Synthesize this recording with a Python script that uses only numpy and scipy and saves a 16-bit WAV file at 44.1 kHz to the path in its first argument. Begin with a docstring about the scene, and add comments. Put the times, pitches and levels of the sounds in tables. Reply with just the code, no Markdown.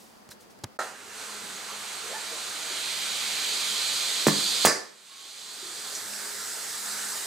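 """Air leaks from a pressurised home-made gun in a workshop: turbulent noise that swells towards two shots.
Each shot is a short pressure pulse with a hiss, then a strike on cardboard made of damped modes and scatter;
the second dumps the air, which builds again. Before the cut to this bench, hands work the bolt in a quiet
close-up: enveloped noise in the resonances of what is touched. A creak is noise on a gliding pitch, and
a far motor hums in narrow bands. Two partly coherent microphones listen, with a peak-driven gain control."""
import sys
import numpy as np
from scipy import signal
from scipy.fft import rfft, irfft, next_fast_len
from scipy.io import wavfile
from scipy.ndimage import uniform_filter1d, minimum_filter1d

SR = 44100
rng = np.random.default_rng(int(sys.argv[2]) if len(sys.argv) > 2 else 0)


def how_loud(loudness_db):
    """Turn decibels into a plain amplitude multiplier (0 dB gives 1, 20 dB gives 10)."""
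    steps = np.asarray(loudness_db, float) / 20
    return 10 ** steps


def to_wav(sig):
    """Store sig (one row per channel, or 1-D mono) as 16-bit WAV at the path in sys.argv[1].

    Samples outside -1..1 are clipped; the rate is SR.
    """
    pcm = np.clip(np.atleast_2d(sig), -1, 1) * 32767
    pcm = np.round(pcm).astype(np.int16)
    wavfile.write(sys.argv[1], SR, pcm.T)  # frames by channels


N = 320254
TIME = np.arange(N) / SR


def along(points, hz):
    """Logarithmic frequency scale: interpolates (f/Hz, value) points on it."""
    f, value = np.transpose(points)
    return np.interp(np.log(hz + 1), np.log(f + 1), value)


def unit(x):
    """Root-mean-square normalisation: scales x to rms 1."""
    return x / np.sqrt(np.mean(x ** 2) + 1e-20)


def curves(rows):
    """Linear interpolation in time: one value per sample for each column after t/s."""
    s, *columns = np.transpose(rows)
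    return [np.interp(TIME, s, column) for column in columns]


def filtered(x, response):
    """Linear filtering: the spectrum of x times a response of frequency."""
    size = next_fast_len(x.shape[-1] + 8192)
    spectrum = rfft(x, size) * response(np.fft.rfftfreq(size, 1 / SR))
    return irfft(spectrum, size)[..., :x.shape[-1]]


def band(f, hz, width_hz):
    """Damped resonator: band-pass response with gain 1 at its centre."""
    damping = 1j * f * width_hz
    return damping / (hz * hz - f * f + damping + 1e-9)


def patchy(depth_db):
    """Noise modulation: two independent noises share patches of random gain in time and frequency."""
    z = signal.stft(rng.standard_normal((2, N + SR)), nperseg=512)[2]
    field = uniform_filter1d(rng.standard_normal(z.shape[1:]), size=5, axis=0)
    field = uniform_filter1d(field, size=10, axis=1)
    return signal.istft(z * how_loud(depth_db * unit(field)), nperseg=512)[1][:, :N]


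def noise(spectrum, depth_db):
    """Spectral shaping: patchy noise coloured by a relative spectrum, at rms 1."""
    return unit(filtered(patchy(depth_db), lambda hz: how_loud(along(spectrum, hz))))


# air flow at the seal, as level of the jet's fizz: t/s, level/dB
FLOW = [(.79, -40.5), (.95, -51), (1.08, -48.5), (1.2, -42.5), (1.6, -42.5), (2.05, -40.5), (2.6, -38.5),
        (2.8, -37), (3.6, -33.5), (4.2, -33), (4.4, -31.5), (4.61, -32), (4.65, -28.5), (4.7, -34.5),
        (4.95, -41), (5.2, -37), (5.8, -38), (6.3, -36), (6.84, -35), (6.87, -33), (7.26, -34)]
# level of the lower bore band: t/s, level/dB
LOWER_BORE_LEVEL = [(.79, -71), (.95, -57), (1.08, -57), (1.2, -52), (1.8, -46), (2.6, -43.5), (2.8, -37.5),
                    (3.3, -35), (4.2, -35.5), (4.35, -39.5), (4.5, -37.5), (4.65, -36.5), (4.7, -58),
                    (4.95, -45.5), (5.2, -39.5), (5.65, -48)]
# relative spectra of fizz, upper and lower bore band, low rush, and gun turned aside: f/Hz, level/dB
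FIZZ = [(3120, -18), (5300, -6.5), (6320, -3), (8610, -2), (9850, -8), (15100, -17), (16000, -47.5)]
UPPER_BORE = [(2500, -24.5), (3300, -0.5), (3800, 0), (4150, 3.5), (4600, 3), (5000, -1), (5450, -15),
              (7000, -5), (12000, -120)]
LOWER_BORE = [(1240, -25.5), (2100, -7.5), (2390, -1.5), (2750, -7), (3090, -0.5), (3400, -2), (4100, -2.5),
              (4500, -8), (5500, -23), (8140, -120)]
RUSH = [(290, -38), (500, -5), (561, -9.5), (697, -6), (911, -5.5), (1380, -1), (2090, -5), (2300, -6.5),
        (2990, -8), (5060, -120)]
TURNED = [(290, -47), (500, -9.5), (698, -9), (807, -8.5), (906, -4.5), (1000, -9), (1280, -3), (1720, -2),
          (2390, -9), (3020, -9.5), (4470, -2), (5800, -4.5), (7980, -0.5), (15100, -13.5), (16000, -38)]


def leak():
    """Turbulent jet noise at the seal: fizz, two bore resonances and a rush; recoloured as the gun turns."""
    (flow_db,), (lower_db,) = curves(FLOW), curves(LOWER_BORE_LEVEL)
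    first_shot, second_shot = (shot[0] for shot in SHOTS)
    excess_db = flow_db + 40  # flow relative to -40 dB
    # the upper bore band grows faster than the flow, and is 1 dB louder once the barrel is empty
    upper_db = -43 + 1.51 * excess_db + 1 * (TIME > first_shot)
    # the rush follows the flow, then levels off; it is weaker after the air is dumped
    rush = 1 / np.hypot(1 / how_loud(-38.5 + excess_db), 1 / how_loud(-41.5))
    rush *= how_loud(-2.5 * (TIME > second_shot))
    facing = how_loud(flow_db) * noise(FIZZ, depth_db=1.0)
    facing += how_loud(upper_db) * noise(UPPER_BORE, depth_db=1.0)
    facing += how_loud(lower_db) * noise(LOWER_BORE, depth_db=1.13)
    facing += rush * noise(RUSH, depth_db=0.85)
    aside = how_loud(flow_db + 0.08) * noise(TURNED, depth_db=1.4)
    swing_s, swing_takes_s = 5.61, 0.5
    turn = np.pi / 2 * np.clip((TIME - swing_s) / swing_takes_s, 0, 1)
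    return np.cos(turn) * facing + np.sin(turn) * aside


def ring(modes, t):
    """Modal superposition: exponentially decaying sinusoids struck at t = 0."""
    return sum(-how_loud(db - 60 * t / t60) * np.sin(2 * np.pi * hz * t) for hz, db, t60 in modes)


def gust(spectrum, length):
    """Broadband turbulence: coloured noise of rms 1."""
    return unit(filtered(rng.standard_normal(length), lambda hz: how_loud(along(spectrum, hz))))


# relative spectrum of the hiss at the muzzle: f/Hz, level/dB
MUZZLE = [(710, -29), (1200, 0), (2530, -7.5), (2980, -9), (3220, -6.5), (7660, -2.5), (16000, -11)]
# modes of the bench shaken by a shot: f/Hz, level/dB, t60/s
BENCH = [(152.4, -4.5, 0.4), (202, -1.5, 0.24), (285.4, -6.5, 0.276), (358, -4.5, 0.16), (444, -20, 0.21),
         (600, -8, 0.06)]


def muzzle(t, pop_db, pop_hz):
    """Impulsive radiation: a damped pressure pulse and a turbulent hiss, with ringing bench modes."""
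    u = pop_hz * t
    cycles = u + 0.38 * (1 - np.exp(-u / 0.048))  # the first half swing is the quickest
    pop = -np.sin(2 * np.pi * cycles) * np.minimum(u / 0.064, 1) * np.exp(-(u / 1.09) ** 2)
    thump_db = -15.2 + 0.25 * pop_db
    thump = np.minimum(t / 0.0011, 1) * ring(BENCH, t)
    hiss_db = -16 + 1.95 * pop_db
    hiss = np.minimum(t / 0.0039, 1) * how_loud(hiss_db - 60 * t / 0.12) * gust(MUZZLE, len(t))
    hiss *= 1 + 0.3 * np.cos(2 * np.pi * 230 * (t - .002))  # the barrel's air column sputters
    return how_loud(pop_db) * pop + how_loud(thump_db) * thump + hiss


# modes of the cardboard box under a pellet: f/Hz, level/dB, t60/s
BOX = [(333, -9.5, 0.011), (750, -18, 0.0032), (1070, 1.5, 0.0063), (1730, -4.5, 0.011)]
# relative spectrum of the scattering air and scraps: f/Hz, level/dB
SCATTER = [(59, -36), (100, -23), (389, 4), (991, -2.5), (1200, -1), (1360, -1.5), (1610, 0.5), (1760, 3),
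           (2040, -2), (3250, -15), (4200, -5), (4900, 3), (5600, -2), (9410, -7), (16000, -28.5)]


def impact(t, pop_db, scatter_t60):
    """Impact excitation: the box rings and cracks while air and scraps scatter as decaying noise."""
    strike_db = -6 + 1.88 * pop_db
    scatter_db = -20.5 + 2.63 * pop_db
    crack = 0.21 * how_loud(-60 * t / 0.0059) * rng.standard_normal(len(t))
    scatter = how_loud(scatter_db - 60 * t / scatter_t60) * gust(SCATTER, len(t))
    return how_loud(strike_db) * (ring(BOX, t) + crack) + scatter


# shots: t/s, pop level/dB, pop f/Hz, pellet flight/s, scatter t60/s
SHOTS = [(4.2679, -2, 350, .016, 0.13), (4.6498, 7.5, 670, .0195, 0.34)]


def shots():
    """Propagation delay: each pellet strikes one flight time after the pop, and a wall echoes both."""
    x, t = np.zeros(N + SR), np.arange(SR // 2) / SR
    for s, pop_db, pop_hz, flight, scatter_t60 in SHOTS:
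        x[round(s * SR):][:len(t)] += muzzle(t, pop_db, pop_hz)
        x[round((s + flight) * SR):][:len(t)] += impact(t, pop_db, scatter_t60)
    delay = round(.008 * SR)  # the nearest wall sends one clear echo
    return x[:N] + how_loud(-18) * np.pad(x, (delay, 0))[:N]


def contact_noise(contacts):
    """Resonant friction and impact: noise passed three times through a resonator swells and dies."""
    x, t = np.zeros(N + 2 * SR), np.arange(SR // 2) / SR
    for s, db, hz, width_hz, rise, t60 in contacts:
        grit = filtered(rng.standard_normal(2 * len(t)), lambda f: band(f, hz, width_hz) ** 3)
        grit = unit(grit[len(t):])  # the resonator has settled
        shape = np.minimum(t / rise, 1) ** 2 * how_loud(-60 * np.maximum(t - rise, 0) / t60)
        x[round((s + 1) * SR):][:len(t)] += how_loud(db) * shape * grit  # 1 s of lead-in
    return x[SR:SR + N]


def struck(hits, body, rise):
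    """Modal excitation: every hit excites all resonances of the body."""
    return [(s, db + level, hz, width, rise, t60) for s, db in hits for hz, width, level, t60 in body]


# hits of the bolt on its stop, rattles of its handle, hollow clacks at the bench: t/s, level/dB
BOLT_HITS = [(.289, -44.5), (.588, -52), (.613, -57), (.6365, -34), (.64, -28)]
RATTLES = [(.309, -45.5)]
CLACKS = [(.789, -27)]
# the bodies of bolt, handle and clack: f/Hz, width of one resonator pass/Hz, level/dB, t60/s
BOLT = [(5470, 8300, -1, 0.016), (500, 2000, -2.5, 0.036), (100, 150, -6.5, 0.099)]
HANDLE = [(4000, 300, -1.5, .05), (1450, 1100, 1, 0.034), (5460, 500, -3, .04)]
HOLLOW = [(1340, 330, -0.5, 0.18), (670, 900, -4.5, 0.31), (1820, 470, -9, .23)]
# a fading air hiss at the start, then fingers rubbing on plastic: t/s, level/dB, t60/s
HISSES_AND_RUBS = [(-.02, -55, 0.96), (0.295, -44, 0.11), (.391, -54.5, 0.21), (.49, -57.5, 0.17)]
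# soft dull bumps: t/s, level/dB, f/Hz
BUMPS = [(1.679, -41, 1190), (2.306, -43, 500), (2.691, -44, 410)]
# bright taps, then faint narrow rings: t/s, level/dB, f/Hz, t60/s
TAPS = [(5.946, -31.5, 6140, 0.12), (6.13, -38, 1980, .033)]
RINGS = [(1.43, -46.5, 208, 0.49), (5.08, -49, 1096, 1.7), (5.1, -41, 3770, 0.74), (5.619, -41, 362, 0.2)]


def hands():
    """Source-filter principle: each contact excites the resonances of what is touched."""
    contacts = struck(BOLT_HITS, BOLT, rise=.0012)
    contacts += struck(RATTLES, HANDLE, rise=0.0089)
    contacts += struck(CLACKS, HOLLOW, rise=0.0014)
    # t/s, level/dB, f/Hz, width of one resonator pass/Hz, rise/s, t60/s
    contacts += [(s, db, 5560, 12000, 0.018, t60) for s, db, t60 in HISSES_AND_RUBS]
    contacts += [(s, db, hz, 420, 0.011, 0.27) for s, db, hz in BUMPS]
    contacts += [(s, db, hz, 4300, 0.0054, t60) for s, db, hz, t60 in TAPS]
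    contacts += [(s, db, hz, 70, .013, t60) for s, db, hz, t60 in RINGS]
    return contact_noise(contacts)


# a rough rising creak: t/s, pitch f/Hz, level of the first partial/dB
CREAK = [(2.04, 424, -54), (2.063, 437, -47), (2.085, 456.5, -47), (2.115, 525, -37), (2.128, 545, -40),
         (2.138, 838, -40.5), (2.16, 884, -35), (2.24, 876, -62)]


def creak():
    """Stick-slip friction: uneven slipping makes two narrow bands of noise riding on a gliding pitch."""
    hz, first_db = curves(CREAK)
    # the second partial gains 13.5 dB per octave as the pitch climbs
    second_db = first_db - 10 + 13.5 * np.log2(hz / 500)
    phase = 2 * np.pi * np.cumsum(hz) / SR
    slow = filtered(rng.standard_normal((2, N)), lambda f: 1 / (1 + (f / 70) ** 2))
    rough = .8 + .7 * unit(slow)
    moving = (TIME > CREAK[0][0]) & (TIME < CREAK[-1][0])
    first = how_loud(first_db) * rough[0] * np.sin(phase)
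    second = how_loud(second_db) * rough[1] * np.sin(2 * phase)
    return moving * (first + second)


# motor hum as narrow bands: f/Hz, width of one resonator pass/Hz, level/dB
HUM = [(76.3, 4, -70), (99.9, 5.2, -69), (208, 5.3, -63.5), (410, 7, -63), (431, 3.8, -64.5)]


def motor():
    """Narrow-band noise: sharp resonances, each applied twice, give a hum that wavers in level."""
    hum = np.zeros((2, N))
    for hz, width_hz, db in HUM:
        hum += how_loud(db) * unit(filtered(rng.standard_normal((2, N)), lambda f: band(f, hz, width_hz) ** 2))
    return hum


# relative spectrum of the building's rumble: f/Hz, level/dB
RUMBLE = [(24, -57), (40, -6), (81, -17), (119, -9.5), (356, -2.5), (427, -0.5), (600, -14.5), (780, -4),
          (1320, -120)]


def rumble():
    """Diffuse background noise: the steady low rumble of the building."""
    return how_loud(-56) * noise(RUMBLE, depth_db=0.5)


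# relative spectrum of the close-up's room tone: f/Hz, level/dB
QUIET = [(24, -37), (40, 3), (91, -6), (160, -9), (210, 4), (260, -5), (329, -5), (516, -4), (663, -6),
         (733, -4.5), (2700, -18), (4000, -20), (4750, -16), (5500, -21.5), (16000, -29)]


def room_tone(end_s):
    """Stationary coloured noise: the close-up's room tone fades to a faint remainder by end_s."""
    fade_s = .012
    fade = np.clip((end_s - TIME) / fade_s, .03, 1)
    return how_loud(-52.7) * fade * noise(QUIET, depth_db=0.5)


# reverberation of the workshop: f/Hz, t60/s
WALLS = [(100, 0.6), (1000, 0.49), (6000, 0.32), (14000, 0.096)]


def walls(x):
    """Statistical reverberation: convolution with noise that decays at its own rate at each frequency."""
    hz, t, z = signal.stft(rng.standard_normal((2, SR)), SR, nperseg=256)
    decay = how_loud(-60 * t / along(WALLS, hz)[:, None])
    tail = signal.istft(z * decay, SR, nperseg=256)[1]
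    late = np.pad(x, (220, 0))[None]  # 5 ms before the tail begins
    return signal.fftconvolve(late, tail / np.linalg.norm(tail[0]), axes=1)[:, :N]


# likeness of the two microphones: f/Hz, coherence
ALIKE = [(60, 0.69), (130, 0.1), (290, 0.76), (640, 0.8), (1410, 0.74), (3100, 0.64), (6820, 0.82),
         (15000, 0.03)]


def alike(pair):
    """Spatial coherence: two unrelated sounds are mixed to the likeness of the microphones."""
    def mid_side(hz):
        turn = np.arccos(np.clip(along(ALIKE, hz), 0, 1)) / 2
        return np.array([np.cos(turn), np.sin(turn)])
    mid, side = filtered(pair, mid_side)
    return np.array([mid + side, mid - side])


# balance of the microphones: f/Hz, left minus right level/dB
LEAN = [(60, -4), (120, 1), (240, -1), (480, -1.5), (950, -3), (1890, -3.5), (3770, -4.5), (7520, -1),
        (15000, -5)]
# lead of the left microphone: f/Hz, phase/rad
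LEAD = [(100, 0), (300, -.25), (8000, -.25), (10500, -1.8), (16000, -1.8)]


def lean(pair):
    """Interchannel level and phase difference: half is given to each microphone, with opposite sign."""
    def left_right(hz):
        half = how_loud(along(LEAN, hz) / 2) * np.exp(1j * along(LEAD, hz) / 2)
        return np.array([half, 1 / half])
    return filtered(pair, left_right)


def scene():
    """Superposition of direct and reverberant sound: the close-up until the cut, then the bench."""
    cut_s, gap_s = .79, .011  # the room tone has faded a gap before the cut
    after = np.arange(N) >= cut_s * SR
    bang, touch, air = shots(), hands() + creak(), leak()
    thin = filtered(bang, lambda hz: 1j * hz / (250 + 1j * hz))  # light walls return little bass
    bench = air + how_loud(-10.5) * walls(air[0]) + rumble() + motor()
    bench += how_loud(-10) * walls(touch * after)
    bench = lean(alike(bench) + touch + bang + how_loud(-9.5) * walls(thin))
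    close = room_tone(cut_s - gap_s) + touch * how_loud([[-.6], [.6]])  # touch is louder on the right
    return np.where(after, bench, close)


def band_limit(x):
    """A steep low-pass at the top of the band."""
    return signal.sosfilt(signal.butter(12, 16930, fs=SR, output="sos"), x)


def record(dry):
    """Peak limiting: gain drops just ahead of a peak over the limit, holds, then climbs at a steady rate."""
    # small microphones lose the deep bass
    dry = signal.sosfilt(signal.butter(2, 110, 'high', fs=SR, output='sos'), dry)
    dry = filtered(dry, lambda hz: hz < 16300)
    limit_db, hold_s, climb_db_per_s = -2.5, .3, 18
    over = np.maximum(20 * np.log10(np.abs(dry).max(0) + 1e-9) - limit_db, 0)
    n, ahead = round(hold_s * SR), 64  # samples
    # running maximum of the excess over the hold time, looking slightly ahead
    padded = np.pad(over, (n, ahead))
    held = -minimum_filter1d(-padded, 2 * (n // 2) + 1, origin=n // 2)[n + ahead:]
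    ramp = climb_db_per_s * TIME
    drop_db = uniform_filter1d(np.maximum.accumulate(held + ramp) - ramp, ahead)
    return band_limit(dry * how_loud(-drop_db))


dry = scene()
out = record(dry)
to_wav(out)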